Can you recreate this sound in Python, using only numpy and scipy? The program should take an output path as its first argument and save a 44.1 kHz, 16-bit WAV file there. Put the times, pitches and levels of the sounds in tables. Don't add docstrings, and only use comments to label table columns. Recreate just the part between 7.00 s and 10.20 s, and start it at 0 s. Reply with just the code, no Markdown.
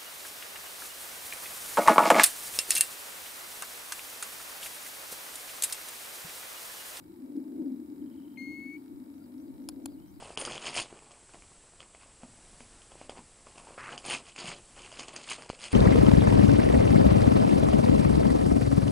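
import sys
import numpy as np
from scipy import signal
from scipy.fft import rfft, irfft
from scipy.io import wavfile

SR = 44100
rng = np.random.default_rng(int(sys.argv[2]) if len(sys.argv) > 2 else 0)


def transcribe(u):
    v = np.clip(np.atleast_2d(u).T, -1, 1)
    q = np.round(v * 32767).astype(np.int16)
    wavfile.write(sys.argv[1], SR, q)


def elevation(decibels):
    levels = np.asarray(decibels, float)
    return 10 ** (levels / 20)


N = 141120
T = np.arange(N) / SR


def evened(x):
    return x / np.sqrt(np.mean(x ** 2) + 1e-20)


def read(points, hz):
    f, value = np.transpose(points)
    return np.interp(np.log(hz + 1), np.log(f + 1), value)


def add(mix, start_s, sound):
    part = mix[..., max(round(start_s * SR), 0):][..., :sound.shape[-1]]
    part += sound[..., :part.shape[-1]]


def place(x, pan_db, lag_s):
    left = irfft(rfft(x) * np.exp(-2j * np.pi * np.fft.rfftfreq(N, 1 / SR) * lag_s), N)
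    left_gain, right_gain = elevation(pan_db / 2), elevation(-pan_db / 2)
    return 2 / (left_gain + right_gain) * np.array([left * left_gain, x * right_gain])


def pair(a, b, same):
    same = np.clip(same, -1, 1)
    return np.array([a, same * a + np.sqrt(1 - same ** 2) * b])


def resonate(x, hz, width_hz):
    turn = np.exp(2j * np.pi * np.cumsum(hz * np.ones(x.shape[-1])) / SR)
    r = np.exp(-np.pi * width_hz / SR)
    return evened((turn * signal.lfilter([1], np.poly([r, r, r]), x / turn)).real)


def slow(top_hz):
    rates_hz = np.geomspace(top_hz / 20, top_hz, 20)
    return evened(sum(np.sin(2 * np.pi * (f * T + rng.random())) / np.sqrt(f) for f in rates_hz))


def noise(colour, same):
    edge_hz = 15720
    hz = np.fft.rfftfreq(N, 1 / SR)
    a, b = rfft(rng.standard_normal((2, N)))
    return evened(irfft(pair(a, b, read(same, hz)) * elevation(read(colour, hz)) * (hz < edge_hz), N))


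def plover():
    # start_s, pitch_hz, level_db
    whistle = [
        (1.3716, 2500, -72),
        (1.3736, 2330, -49),
        (1.3756, 2116, -48),
        (1.39, 2124, -46),
        (1.418, 2150, -46.7),
        (1.5, 2162, -47),
        (1.76, 2229, -48.7),
        (1.771, 2270, -56),
        (1.779, 2360, -80),
    ]
    # multiple, level_db, slope_db_per_s
    overtones = [(2, -13, -44), (3, -26, -24), (4, -35, -3), (5, -39, -8), (6, -32, -5)]
    rise_s, wobble_hz, echo_db, echo_t60_s = 0.0072, 2.5, -27.5, 0.84
    s, hz, db = np.transpose(whistle)
    turns = np.cumsum(np.interp(T, s, hz) + wobble_hz * slow(40.86)) / SR
    age_s = np.clip(T - s[0], 0, 1)
    rise = np.minimum(age_s / rise_s, 1) ** 2
    tone = np.sin(2 * np.pi * turns)
    for k, level_db, slope_db in overtones:
        gain = rise * elevation(level_db + slope_db * age_s + 0.63 * slow(36.5))
        tone = tone + gain * np.cos(2 * np.pi * round(k) * turns)
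    call = np.sqrt(2) * tone * elevation(np.interp(T, s, db, -200, -200))
    t = T[:SR]
    tail = rng.standard_normal((2, SR)) * elevation(-60 * t / echo_t60_s) * np.minimum(t / 0.014, 1)
    echo = signal.fftconvolve(call[None], tail / np.linalg.norm(tail[0]), axes=1)[:, :N]
    return place(call, pan_db=8.5, lag_s=-0.000021) + elevation(echo_db) * echo


def struck(modes, drive):
    t = T[:5000]
    body = np.zeros(5000)
    for k, (hz, db, t60_s) in enumerate(modes):
        body += (-1) ** k * elevation(db - 60 * t / t60_s) * np.sin(2 * np.pi * hz * t)
    out = signal.fftconvolve(drive, body[None], axes=1)
    return out / np.abs(out).max(1, keepdims=True)


def button():
    # start_s, level_db, thump_db, up (0 going down, 1 coming up)
    clicks = [
        (2.688, -31, -45, 0),
        (2.6909, -41, -58, 0),
        (2.6949, -49, -57, 0),
        (2.8574, -39, -46, 1),
        (2.8586, -35.5, -52, 1),
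        (2.8602, -43, -55, 1),
        (2.8619, -47, -57, 1),
        (.3665, -59, -75, 0),
    ]
    # pitch_hz, level_db, t60_s
    pressed = [(2400, -13, .008), (3450, -5, .006), (4250, -8, .014), (5035, -4, .013), (5700, -11, .007),
               (6800, -12, .014), (7250, -10, .014), (8710, -12, .013), (9230, -9, .013), (10100, 0, .012),
               (11010, -8, .011), (11570, -11, .012), (12450, -18, .012), (13390, -14, .011)]
    # pitch_hz, level_db, t60_s
    freed = [(2600, -11, .007), (3180, -14, .012), (3570, -16, .012), (4245, -12, .014), (4850, -9, .009),
             (5600, -12, .006), (7225, -2, .011), (7950, -14, .014), (9000, -2, .009), (9920, 0, .01),
             (10600, -6, .006), (11520, -12, .01), (13440, -13, .01), (14700, -20, .006)]
    # pitch_hz, level_db, t60_s
    thump = [(85, -17, .1), (600, -7, .014), (820, -1, .016), (1080, -3, .013), (1320, -3, .012),
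             (1570, -4, .013)]
    rattle_s, rattle_db, thump_lag_s = .0005, -16, .0003
    click_pan_db, thump_pan_db = 2.6, 9
    out, t = np.zeros((2, N)), T[:400]
    sides = np.c_[[.5, -.5]]
    push = -np.exp(-((t - .0002 - thump_lag_s * np.c_[[0, 1]]) / .0001) ** 2)
    for s, db, thump_db, up in clicks:
        rattle = pair(*rng.standard_normal((2, 400)), .2) * np.exp(-t / rattle_s)
        drive = (t == 0) + elevation(rattle_db) * rattle
        click = elevation(db + 8 + click_pan_db * sides) * struck(freed if round(up) else pressed, drive)
        add(out, s, click + elevation(thump_db + 8 + thump_pan_db * sides) * struck(thump, push))
    return out


def wind():
    # start_s, gust_db, roar_db (relative to gust)
    gusts = [(0, -50, -17.5), (.16, -51, -25.5), (0.251, -40.5, -23.5), (0.322, -45, -15.5),
             (.37, -32.5, -29.5), (0.452, -43.5, -22.5), (.62, -34, -23), (.79, -38.5, -29.5),
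             (.86, -43.5, -25.5), (1.0, -39, -31), (1.27, -48, -21.5), (1.5, -41, -28.5),
             (1.7, -46.5, -28.5), (2.2, -47.5, -20.5), (2.4, -45.5, -20.5), (2.86, -44, -17.5),
             (3.08, -54.5, -18), (3.2, -53, -21.5)]
    # start_s, pitch_hz
    drift = [(0.0, 287), (0.17, 308.5), (0.24, 266), (0.28, 287.4), (0.69, 291.5), (0.73, 267.5),
             (0.88, 290), (1.13, 271), (1.29, 283), (1.37, 260), (1.82, 296.7), (2.11, 271.6), (2.41, 268),
             (2.47, 292.4), (2.59, 274.3), (3.2, 300.6)]
    # start_s, level_db
    buffets = [(0, -83), (.3, -82), (.9, -85), (1.02, -60), (1.2, -73), (1.4, -89), (1.86, -88),
               (1.95, -53), (2.2, -90), (2.55, -61), (3.05, -53.5), (3.2, -47.5)]
    # freq_hz, level_db
    buffet_colour = [(15, -26), (40, 11), (80, 0), (130, 11.5), (220, -37), (500, -70)]
    cavity_floor_hz, cavity_width_hz, wander_hz = 240, 100, 2.54
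    cavity_db, leak_db = 0.5, -22
    s, gust_db, roar_db = np.transpose(gusts)
    n = rng.standard_normal((4, N))
    hz = np.interp(T, *np.transpose(drift)) + wander_hz * slow(7.4)
    highpass = signal.butter(2, cavity_floor_hz, "high", fs=SR, output="sos")
    hum = resonate(signal.sosfilt(highpass, n[0]), hz, cavity_width_hz)
    hum = place(hum, pan_db=3.5, lag_s=0.00031)
    hum = hum + elevation(leak_db) * np.outer([1, -1], resonate(n[1], hz, cavity_width_hz))
    roar = resonate(pair(n[2], n[3], 0.018), hz=528, width_hz=370) * elevation([[1.7], [-1.7]])
    gust = np.interp(T, s, gust_db)
    buffet = noise(buffet_colour, [(15, -1), (300, -.9)])
    buffet = buffet * elevation(np.interp(T, *np.transpose(buffets)) + 3 * slow(14))
    roar = roar * elevation(gust + np.interp(T, s, roar_db) + slow(25))
    return hum * elevation(gust + cavity_db) + roar + buffet


def motor():
    # freq_hz, level_db
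    tick_colour = [(700, 6), (1100, 4), (2200, -2), (2650, 3), (3200, -3), (3850, -0.5), (5400, -2.5),
                   (6100, -15)]
    moves = [0, 2, 3, 4, 6, 7, 8, 10, 11, 13, 16, 18, 20, 22, 24, 26, 28, 31, 33, 34, 36, 38, 40, 43, 45,
             46, 48, 49, 52, 53, 55, 57, 58, 60, 61, 64, 66, 67, 71, 73, 76, 77, 80, 82, 83, 85, 87, 89, 91,
             92, 93, 94, 98, 100, 102, 103, 105, 107, 109, 112, 113, 116, 117, 119, 120, 124, 127, 128, 129,
             130, 131, 132, 136, 137, 138, 140, 141, 146, 150, 151, 153, 154, 157, 158]
    step_s, peak_s = .02, .0011
    tick_db, spread_db, idle_db = -38.5, 3, -9
    t, out = T[:512], np.zeros((2, N))
    shape = t / peak_s * np.exp(1 - t / peak_s)
    colour = elevation(read(tick_colour, np.fft.rfftfreq(512, 1 / SR)))
    kinds = []
    for _ in range(3):
        rattle = irfft(rfft(rng.standard_normal((2, 512))) * colour)
        kinds.append(pair(*rattle, .4) * shape)
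    for k, (size, *blend) in enumerate(rng.random((160, 4))):
        tick = np.tensordot(np.array(blend) - .5, kinds, 1)
        level_db = tick_db - spread_db * size + idle_db * (k not in moves)
        add(out, k * step_s - .0002, tick / np.linalg.norm(tick) * elevation(level_db))
    return out


def note(length_s, hz, to_hz, db, top=None):
    u = np.arange(0, length_s, 1 / SR) / length_s
    path = u if top is None else ((u - top) / (1 - top)) ** 2
    turns = np.cumsum(hz + (to_hz - hz) * path) / SR
    return elevation(db) * np.sqrt(np.sin(np.pi * u)) * np.sin(2 * np.pi * turns)


def far_birds():
    # start_s, level_db, top_pitch_hz
    trill_notes = [(1.015, -69, 3150), (1.059, -69, 3170), (1.0715, -71, 3200), (1.11, -66.5, 3130),
                   (1.125, -65.5, 3170), (1.147, -68, 2960), (1.1707, -65, 3200), (1.184, -67, 3050),
                   (1.2075, -67, 2960), (1.219, -73, 3030), (1.2303, -65, 3200), (1.246, -65, 3040),
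                   (1.274, -63.5, 3120), (1.3004, -65, 3150), (1.3175, -67, 3120), (1.331, -67, 3170),
                   (1.357, -63, 3080), (1.369, -69, 3240), (1.3947, -68, 3100), (1.4127, -66, 2990),
                   (1.4244, -74, 3100), (1.4374, -71, 3070), (1.4631, -70, 3040), (1.4774, -71, 3150),
                   (1.5, -71, 3150), (1.517, -70, 2960), (1.531, -71, 3000), (1.5464, -71, 2980),
                   (1.559, -72, 2950), (1.593, -74, 3070), (1.605, -72, 3080), (1.65, -77, 2940),
                   (1.663, -78, 3000), (1.692, -77, 2970), (1.708, -76, 2920), (1.72, -76, 2920),
                   (1.75, -74, 2940), (1.76, -72, 3000)]
    # start_s, level_db
    phrases = [
        (1.699, -78),
        (2.145, -75),
        (2.377, -77),
        (2.61, -77),
        (2.827, -72),
        (3.068, -75),
    ]
    # after_s, length_s, from_hz, to_hz, level_db
    phrase = [
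        (0, .02, 5800, 6050, -2),
        (.016, .024, 6000, 5850, -1),
        (.036, .014, 5880, 6700, -4),
        (.055, .012, 4950, 4500, -1),
        (.069, .012, 4500, 4000, -3),
        (.075, .02, 5100, 4450, 1),
        (.09, .024, 5100, 4450, 1),
        (.108, .016, 4500, 4050, 0),
    ]
    # start_s, length_s, from_hz, to_hz, level_db
    lone_notes = [
        (2.98, .018, 2920, 2930, -74),
        (2.208, .02, 1400, 1390, -69),
        (3.008, .045, 3030, 3160, -76),
        (3.04, .072, 3190, 3110, -77),
        (2.875, .016, 4400, 3000, -71),
    ]
    flutter_hz, flutter_db, scatter_db, scatter_t60_s = 150, 1.8, -10, .1
    trill, lark = np.zeros((2, N))
    for s, db, hz in trill_notes:
        add(trill, s, note(.0115, hz + 60, hz - 480, db - 3.5, top=0.4))
    for s, db in phrases:
        for after_s, length_s, hz, to_hz, rel_db in phrase:
            from_hz = hz * rng.uniform(0.96, 1.02)
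            add(lark, s + after_s, note(length_s, from_hz, to_hz, db + rel_db + 2 * rng.uniform(-0.6, 1)))
    for s, *row in lone_notes:
        add(lark, s, note(*row))
    scatter = evened(rng.standard_normal(4000) * elevation(-60 * T[:4000] / scatter_t60_s)) / np.sqrt(4000)
    lark = lark * elevation(flutter_db * slow(flutter_hz))
    trill, lark = (x + elevation(scatter_db) * signal.oaconvolve(x, scatter)[:N] for x in (trill, lark))
    return place(trill, 5.6, .00003) + place(lark, 0.5, -0.000041)


def background():
    # freq_hz, level_db
    rumble_colour = [(20, -35), (45, -8), (85, 7), (110, 1.5), (135, 4.5), (160, 1.5), (200, 12.5),
                     (300, -63)]
    # freq_hz, level_db
    hiss_colour = [(300, -28), (700, 5.5), (1500, -6.5), (2800, -15), (5000, -14.5), (6200, -20),
                   (7600, -11.5), (15500, -11.5)]
    # freq_hz, likeness
    hiss_same = [(300, 1), (640, -0.97), (1400, -0.28), (3000, -0.25), (15000, 0.31)]
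    # pitch_hz, width_hz, level_db
    housing = [(896, 135, -74.5), (2227, 210, -83), (3875, 330, -85.5)]
    rumble_db, hiss_db = -62.5, -65.5
    air = pair(*rng.standard_normal((2, N)), -0.053)
    rings = sum(elevation(db) * resonate(air, hz, width_hz) for hz, width_hz, db in housing)
    rumble = noise(rumble_colour + [(900, -68)], [(40, 0.33), (150, 0.79)])
    rumble = rumble * elevation([[1.6], [-1.6]]) * elevation(rumble_db + 1.9 * slow(11.0))
    hiss = noise([(100, -32)] + hiss_colour, hiss_same) * elevation([[.6], [-.6]]) * elevation(hiss_db)
    return rumble + hiss + rings


def scene():
    return plover() + button() + wind() + motor() + far_birds() + background()


def roll_off(x):
    return signal.sosfilt(signal.butter(12, 15750, fs=SR, output="sos"), x)


def record(dry):
    return roll_off(dry)


dry = scene()
out = record(dry)
transcribe(out)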